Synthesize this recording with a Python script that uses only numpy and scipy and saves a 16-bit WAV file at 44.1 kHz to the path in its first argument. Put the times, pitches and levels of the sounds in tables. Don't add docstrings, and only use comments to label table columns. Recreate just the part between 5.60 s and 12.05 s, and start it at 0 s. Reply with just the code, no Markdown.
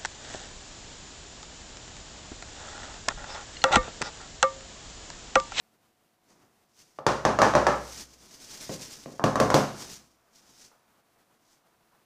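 import sys
import numpy as np
from scipy import signal
from scipy.fft import rfft, irfft
from scipy.io import wavfile

SR = 44100
rng = np.random.default_rng(int(sys.argv[2]) if len(sys.argv) > 2 else 0)


def unload_wav(signal):
    wavfile.write(
        sys.argv[1],
        SR,
        np.round(np.clip(np.atleast_2d(signal).T, -1, 1) * 32767).astype(np.int16),
    )


N = 284445
T = np.arange(N) / SR
AGE = np.arange(2 * SR) / SR


def from_db(db):
    return 10 ** (np.asarray(db) / 20)


def rms_one(x):
    return x / np.sqrt(np.mean(x ** 2) + 1e-20)


def at_hz(points, hz):
    table = np.array(points)
    return np.interp(np.log(hz + 1), np.log(table[:, 0]), table[:, 1])


def coloured(x, spectrum):
    hz = np.linspace(0, SR / 2, len(x) // 2 + 1)
    return rms_one(irfft(rfft(x) * from_db(at_hz(spectrum, hz)), len(x)))


def lowpass(x, hz, order=2):
    sos = signal.butter(order, min(hz, SR / 2 - 1), fs=SR, output="sos")
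    return signal.sosfilt(sos, x)


def dying(t60):
    return np.exp(-np.log(1000) * AGE / t60)


def flutter(per_s):
    knots = np.arange(0, T[-1] + 1, 1 / per_s)
    return np.interp(T, knots, rng.standard_normal(len(knots)))


def add(track, s, sound):
    at = round(s * SR)
    track[at:at + len(sound)] += sound[:N - at]


# (f/Hz, relative level/dB per Hz)
ROOM_TONE_COLOUR = [(25, -12), (70, -5.5), (140, -0.5), (280, -1), (550, -4.5), (1050, -5), (2000, -10.5),
                    (3500, -13.5), (15000, -19)]
ROOM_TONE_DB = -70


def room_tone(waver_db):
    noise = coloured(rng.standard_normal(N), ROOM_TONE_COLOUR)
    return from_db(ROOM_TONE_DB) * noise * from_db(waver_db * flutter(per_s=28))


# (f/Hz, rms level/dB)
HUM_LINES = [(224.1, -84.5), (336, -85), (448.1, -88), (560.1, -89.5), (672.3, -84.5), (737, -82.5),
             (970, -91)]


def hum():
    out = np.zeros(N)
    for hz, db in HUM_LINES:
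        phase = 2 * np.pi * hz * T + 0.6 * flutter(per_s=3.1)
        out += from_db(db) * np.sqrt(2) * np.sin(phase)
    return out


# (f/Hz, relative level/dB per Hz)
HANDLING_COLOUR = [(100, -12), (350, -9), (550, -1.5), (800, -2), (1200, -0.5), (1800, -8.5), (3000, -18.5),
                   (8000, -24)]
# (t/s, level/dB)
TOUCHES = [(5.115, -62.5), (5.28, -66.5), (5.56, -68)]
TOUCH_T60_S = 0.381
HANDLING_FROM_S, HANDLING_FADE_IN_S = 4.4, 0.15
HANDLING_DB = -74.5


def handling(uneven_db):
    fade_in = np.clip((T - HANDLING_FROM_S) / HANDLING_FADE_IN_S, 0, 1)
    rub_level = from_db(HANDLING_DB + uneven_db * flutter(per_s=28)) * fade_in
    touch_level = np.zeros(N)
    for s, db in TOUCHES:
        add(touch_level, s, from_db(db) * dying(TOUCH_T60_S))
    noise = coloured(rng.standard_normal(N), HANDLING_COLOUR)
    return np.hypot(rub_level, touch_level) * noise


# (delay t/s, level/dB)
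TREBLE_COMB = [(.0021, -20.5), (.0047, -13), (.0079, -16)]


def treble_comb(x):
    copies = sum(from_db(db) * np.interp(T - delay, T, x, left=0) for delay, db in TREBLE_COMB)
    power = 1 + sum(from_db(db) ** 2 for _, db in TREBLE_COMB)
    return (x + copies) / np.sqrt(power)


# (t/s at full speed, run-up t/s, film hiss level/dB, level/dB of the rumble of its weight)
SLIDES = [(.70, 0.049, -65, -64), (.82, 0.21, -72, -62), (1.196, 0.069, -57, -75.5),
          (1.36, 0.39, -67.5, -76), (2.385, 0.32, -42.5, -55), (3.56, 0.81, -59, -62),
          (4.207, 0.1, -41, -48), (4.315, 0.16, -44.5, -52.5), (4.759, 0.041, -58.5, -79),
          (4.885, 0.14, -62, -67), (5.03, 0.24, -54.5, -71), (5.915, .17, -67, -82)]
RUN_UP_DB = 18.5
SLIDE_HOLD_S = 0.021
SLIDE_ECHO_DB, SLIDE_ECHO_T60_S = -10, 0.62


def pushes(stop_s):
    rows = []
    for s, run_up_s, *_ in SLIDES:
        since = np.maximum(T - s - SLIDE_HOLD_S, 0)
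        stop = np.exp(-since / stop_s)
        echo = from_db(SLIDE_ECHO_DB - 60 * since / SLIDE_ECHO_T60_S)
        run_up = from_db(-RUN_UP_DB * np.clip((s - T) / run_up_s, 0, 10))
        rows.append(run_up * np.maximum(stop, echo))
    return np.array(rows)


SHAKE_FROM_S, SHAKE_TO_S = 2.982, 3.305
SHAKE_GROWS_DB_PER_S, SHAKE_FADES_DB_PER_S = 36.5, 77
SHAKES_PER_S, SHAKE_BEAT_S = 10, 3.03
SHAKE_SWING_DB = 2.5
SHAKE_HISS_DB, SHAKE_RUMBLE_DB = -45, -56


def shaking_db():
    growing = -SHAKE_GROWS_DB_PER_S * np.maximum(SHAKE_FROM_S - T, 0)
    fading = -SHAKE_FADES_DB_PER_S * np.maximum(T - SHAKE_TO_S, 0)
    strokes = SHAKE_SWING_DB * np.cos(2 * np.pi * SHAKES_PER_S * (T - SHAKE_BEAT_S))
    return growing + fading + strokes


def rubbing(push_db, shake_db, stop_s):
    push_power = from_db(push_db) ** 2 @ pushes(stop_s) ** 2
    return np.sqrt(push_power + from_db(shake_db) ** 2)


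# (f/Hz, relative level/dB per Hz)
DRAG_COLOUR = [(30, -18.5), (48, -14), (60, -4), (78, -13.5), (115, -1.5), (300, 1.5), (500, -6),
               (1000, -7), (2000, -15), (5000, -37)]


def drag(judder_db, follows):
    rumble_db = [row[3] for row in SLIDES]
    level = rubbing(rumble_db, SHAKE_RUMBLE_DB + follows * shaking_db(), stop_s=0.068)
    rumble = coloured(rng.standard_normal(N), DRAG_COLOUR)
    return level * rumble * from_db(judder_db * flutter(per_s=20))


# (f/Hz, relative level/dB per Hz)
FILM_COLOUR = [(300, -8), (900, -15), (1600, -10.5), (2600, -10), (4000, -7.5), (5000, -3), (6100, -2),
               (7500, -7.5), (10000, -14.5), (15000, -21)]


def film(per_s, size_db, smooth_db, flutter_db):
    size = from_db(size_db * np.minimum(rng.exponential(1, N), 5))
    direction = rng.choice([-1, 1], N)
    slips_now = rng.random(N) < per_s / SR
    crinkles = rms_one(size * direction * slips_now)
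    smooth = from_db(smooth_db) * rng.standard_normal(N)
    hiss = coloured(crinkles + smooth, FILM_COLOUR)
    hiss_db = [row[2] for row in SLIDES]
    level = rubbing(hiss_db, SHAKE_HISS_DB + shaking_db(), stop_s=0.04)
    return hiss * level * from_db(flutter_db * flutter(per_s=110))


# (t/s, level/dB at the start)
SNAPS = [(2.397, -37), (2.973, -41.5), (3.141, -36)]


def snaps():
    out = np.zeros(N)
    for s, db in SNAPS:
        noise = coloured(rng.standard_normal(len(AGE)), FILM_COLOUR)
        add(out, s, from_db(db) * noise * dying(t60=0.029))
    return out


# (f/Hz, t60/s)
ROOM_T60 = [(60, 0.38), (160, 0.44), (420, .44), (1100, .48), (3000, .47), (7000, .46), (14000, 0.48)]


def room_tail(spectrum, build_s):
    bins = rfft(coloured(rng.standard_normal(len(AGE)), spectrum))
    hz = np.linspace(0, SR / 2, len(bins))
    octave = np.round(np.log2(np.maximum(hz, 64)))
    tail = np.zeros(len(AGE))
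    for k in np.unique(octave):
        band = irfft(bins * (octave == k))
        tail += band * dying(at_hz(ROOM_T60, 2 ** k))
    return tail * (1 - np.exp(-AGE / build_s))


# (nominal f/Hz, level/dB landing on an end, level/dB landing on a side, t60/s)
RINGING_MODES = [(61.25, -39.5, -43.5, 1.05), (109.9, -37, -36.5, 0.8), (142.5, -33, -30.5, 0.59),
                 (210.4, -31.5, -31.5, 0.54), (257.8, -30, -28, 0.37), (288.2, -36, -29.5, 0.3),
                 (356, -30.5, -32, .4), (376.3, -29.5, -36.5, .35), (435, -26.5, -24, 0.28),
                 (532, -24.5, -21, 0.29), (581.5, -22, -32, .34), (630, -25.5, -25, .32),
                 (722, -31.5, -25, 0.37), (804.4, -22, -34.5, 0.24), (878, -24, -31, 0.26),
                 (940, -24.5, -32, 0.12), (1012, -32, -25, 0.28), (1065, -30.5, -23, 0.38),
                 (1152, -28.5, -27, 0.38), (1195, -28.5, -27.5, .3), (1265, -30, -33, .4),
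                 (1288, -31.5, -37.5, .33), (1696, -32.5, -36, .38), (1810, -31.5, -37, 0.26)]
BASE_HZ, BASE_WIDTH_HZ = 486, 270


def ringing(on_side, drum_db, scatter_db, build_s, phase_spread, detune):
    out = np.zeros(len(AGE))
    chances = rng.standard_normal((len(RINGING_MODES), 3))
    for (hz, end_db, side_db, t60), (luck, shift, grip) in zip(RINGING_MODES, chances):
        edge_db = side_db if on_side else end_db
        drumming_db = drum_db * np.exp(-((hz - BASE_HZ) / BASE_WIDTH_HZ) ** 2)
        gain = from_db(edge_db + drumming_db + scatter_db * luck)
        phase = phase_spread * shift * hz / BASE_HZ
        pitch_hz = hz * (1 + detune * grip)
        out += gain * np.sin(2 * np.pi * pitch_hz * AGE + phase) * dying(t60)
    return out * (1 - np.exp(-AGE / build_s))


def two_corners(sound, second_db, lag_s):
    second = np.interp(AGE - lag_s, AGE, sound, left=0)
    thin = second - lowpass(second, hz=350, order=1)
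    return sound + from_db(second_db) * thin


# (f/Hz, level/dB, t60/s)
CLACK_MODES = [(139, -24.5, 0.074), (316, -13.5, .028), (646, -6, 0.015), (1130, -5.5, 0.016),
               (1800, -8.5, 0.0081), (3340, -21, .006)]


def base_clack():
    out = np.zeros(len(AGE))
    for k, (hz, db, t60) in enumerate(CLACK_MODES):
        out += (-1) ** k * from_db(db) * np.sin(2 * np.pi * hz * AGE) * dying(t60)
    return out


# (f/Hz, level/dB, t60/s)
RIM_MODES = [(2736, -42.5, .16), (3680, -47, .15), (4650, -46, .16), (5886, -44, 0.16), (5800, -45.5, .18),
             (5990, -41.5, .16)]


def rim_ring():
    out = np.zeros(len(AGE))
    for hz, db, t60 in RIM_MODES:
        phase = rng.uniform(0, 2 * np.pi)
        out += from_db(db) * np.sin(2 * np.pi * hz * AGE + phase) * dying(t60)
    return out


# (t/s, strength level/dB, bass level/dB: more when it lands flat, metal crack level/dB)
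KNOCKS = [(1.387, -16.5, -12, -6.5), (1.4654, -1.5, -1.5, 2), (1.6509, -1.5, 2, 0), (1.788, -3, -6.5, -1.5),
          (1.817, 2, -4, -0.5), (1.937, -10.5, 5, 0.5), (1.9514, 0, 1.5, -2), (2.067, -.5, -7.5, -2),
          (3.595, -12, -5.5, -13.5), (3.6394, -4.5, 7, 1.5), (3.756, -6.5, -0.5, -2), (3.8002, -3, 5.5, 2),
          (3.902, -4.5, -9, -2), (3.942, -1.5, 6, 6)]
# (t/s, strength level/dB, bass level/dB, crack level/dB)
THUDS = [(3.093, -6, -6, -2.5), (3.459, -9, -12, -8)]
# (f/Hz, relative level/dB per Hz)
BOOM_COLOUR = [(30, -27), (60, -18), (80, -16.5), (110, -5), (230, -3), (350, -4), (550, 0.5), (900, -5),
               (1250, -4), (1800, -13.5), (2500, -20), (4000, -27), (8000, -51.5)]
# (f/Hz, relative level/dB per Hz)
CRACK_COLOUR = [(800, -15), (2000, 0), (3500, -1.5), (5000, -0.5), (6200, 0.5), (8000, -8), (10000, -13),
                (15000, -17)]
TURNED_S = 2.8
THUD_HZ = 300
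HARD_HZ, HARDER_PER_DB = 2540, 0.4
RING_DB, RING_PER_DB = -0.16, 0.34
DRUM_DB, DRUM_PER_BASS_DB = 1.2, 0.3
CRACK_END_X, CRACK_SIDE_X = 3.6, 6.3


def knocks():
    body, bright = np.zeros(N), np.zeros(N)
    clack = base_clack()
    for k, (s, strength_db, bass_db, crack_db) in enumerate(KNOCKS + THUDS):
        cushioned = k >= len(KNOCKS)
        on_side = s > TURNED_S
        hard_hz = THUD_HZ if cushioned else HARD_HZ * from_db(HARDER_PER_DB * strength_db)
        ring_gain = from_db(RING_DB + RING_PER_DB * strength_db)

        drum_db = DRUM_DB + DRUM_PER_BASS_DB * bass_db
        ring = ringing(on_side, drum_db, scatter_db=1.0, build_s=0.003, phase_spread=2.5, detune=0.003)
        boom = from_db(-18.0) * room_tail(BOOM_COLOUR, build_s=0.004)
        one_corner = from_db(-2.0) * clack + ring_gain * (boom + ring)
        hit = two_corners(one_corner, second_db=-12.0, lag_s=rng.uniform(0.0012, 0.0026))
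        hit = hit + (from_db(bass_db) - 1) * lowpass(hit, hz=266, order=1)
        softened = lowpass(hit, hard_hz, order=2 if cushioned else 3)
        add(body, s, from_db(strength_db) * softened)

        contact = coloured(rng.standard_normal(len(AGE)), CRACK_COLOUR)
        crack = from_db(-13.0) * contact * dying(t60=0.015) * (1 - np.exp(-AGE / 0.0013))
        bright_tail = from_db(-31.5) * room_tail(CRACK_COLOUR, build_s=0.004)
        shimmer = ring_gain * (bright_tail + rim_ring())
        reach_hz = hard_hz * (CRACK_SIDE_X if on_side else CRACK_END_X)
        metal = lowpass(crack, reach_hz) + lowpass(shimmer, reach_hz * 0.92)
        add(bright, s, from_db(strength_db + crack_db) * metal)
    return body + treble_comb(bright)


def scene():
    background = room_tone(waver_db=1.77) + hum() + handling(uneven_db=4.0)
    rumble = drag(judder_db=2.0, follows=0.5)
    hiss = film(per_s=2600, size_db=3.0, smooth_db=1.0, flutter_db=1.38)
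    rustle = treble_comb(hiss + snaps())
    return (background + rumble + rustle + knocks())[None, :]


CUTOFF_HZ = 15200


def record(dry):
    rounded = np.tanh(dry)
    top_cut = signal.ellip(10, 0.1, 80, CUTOFF_HZ, fs=SR, output="sos")
    return signal.sosfilt(top_cut, rounded)


dry = scene()
out = record(dry)
unload_wav(out)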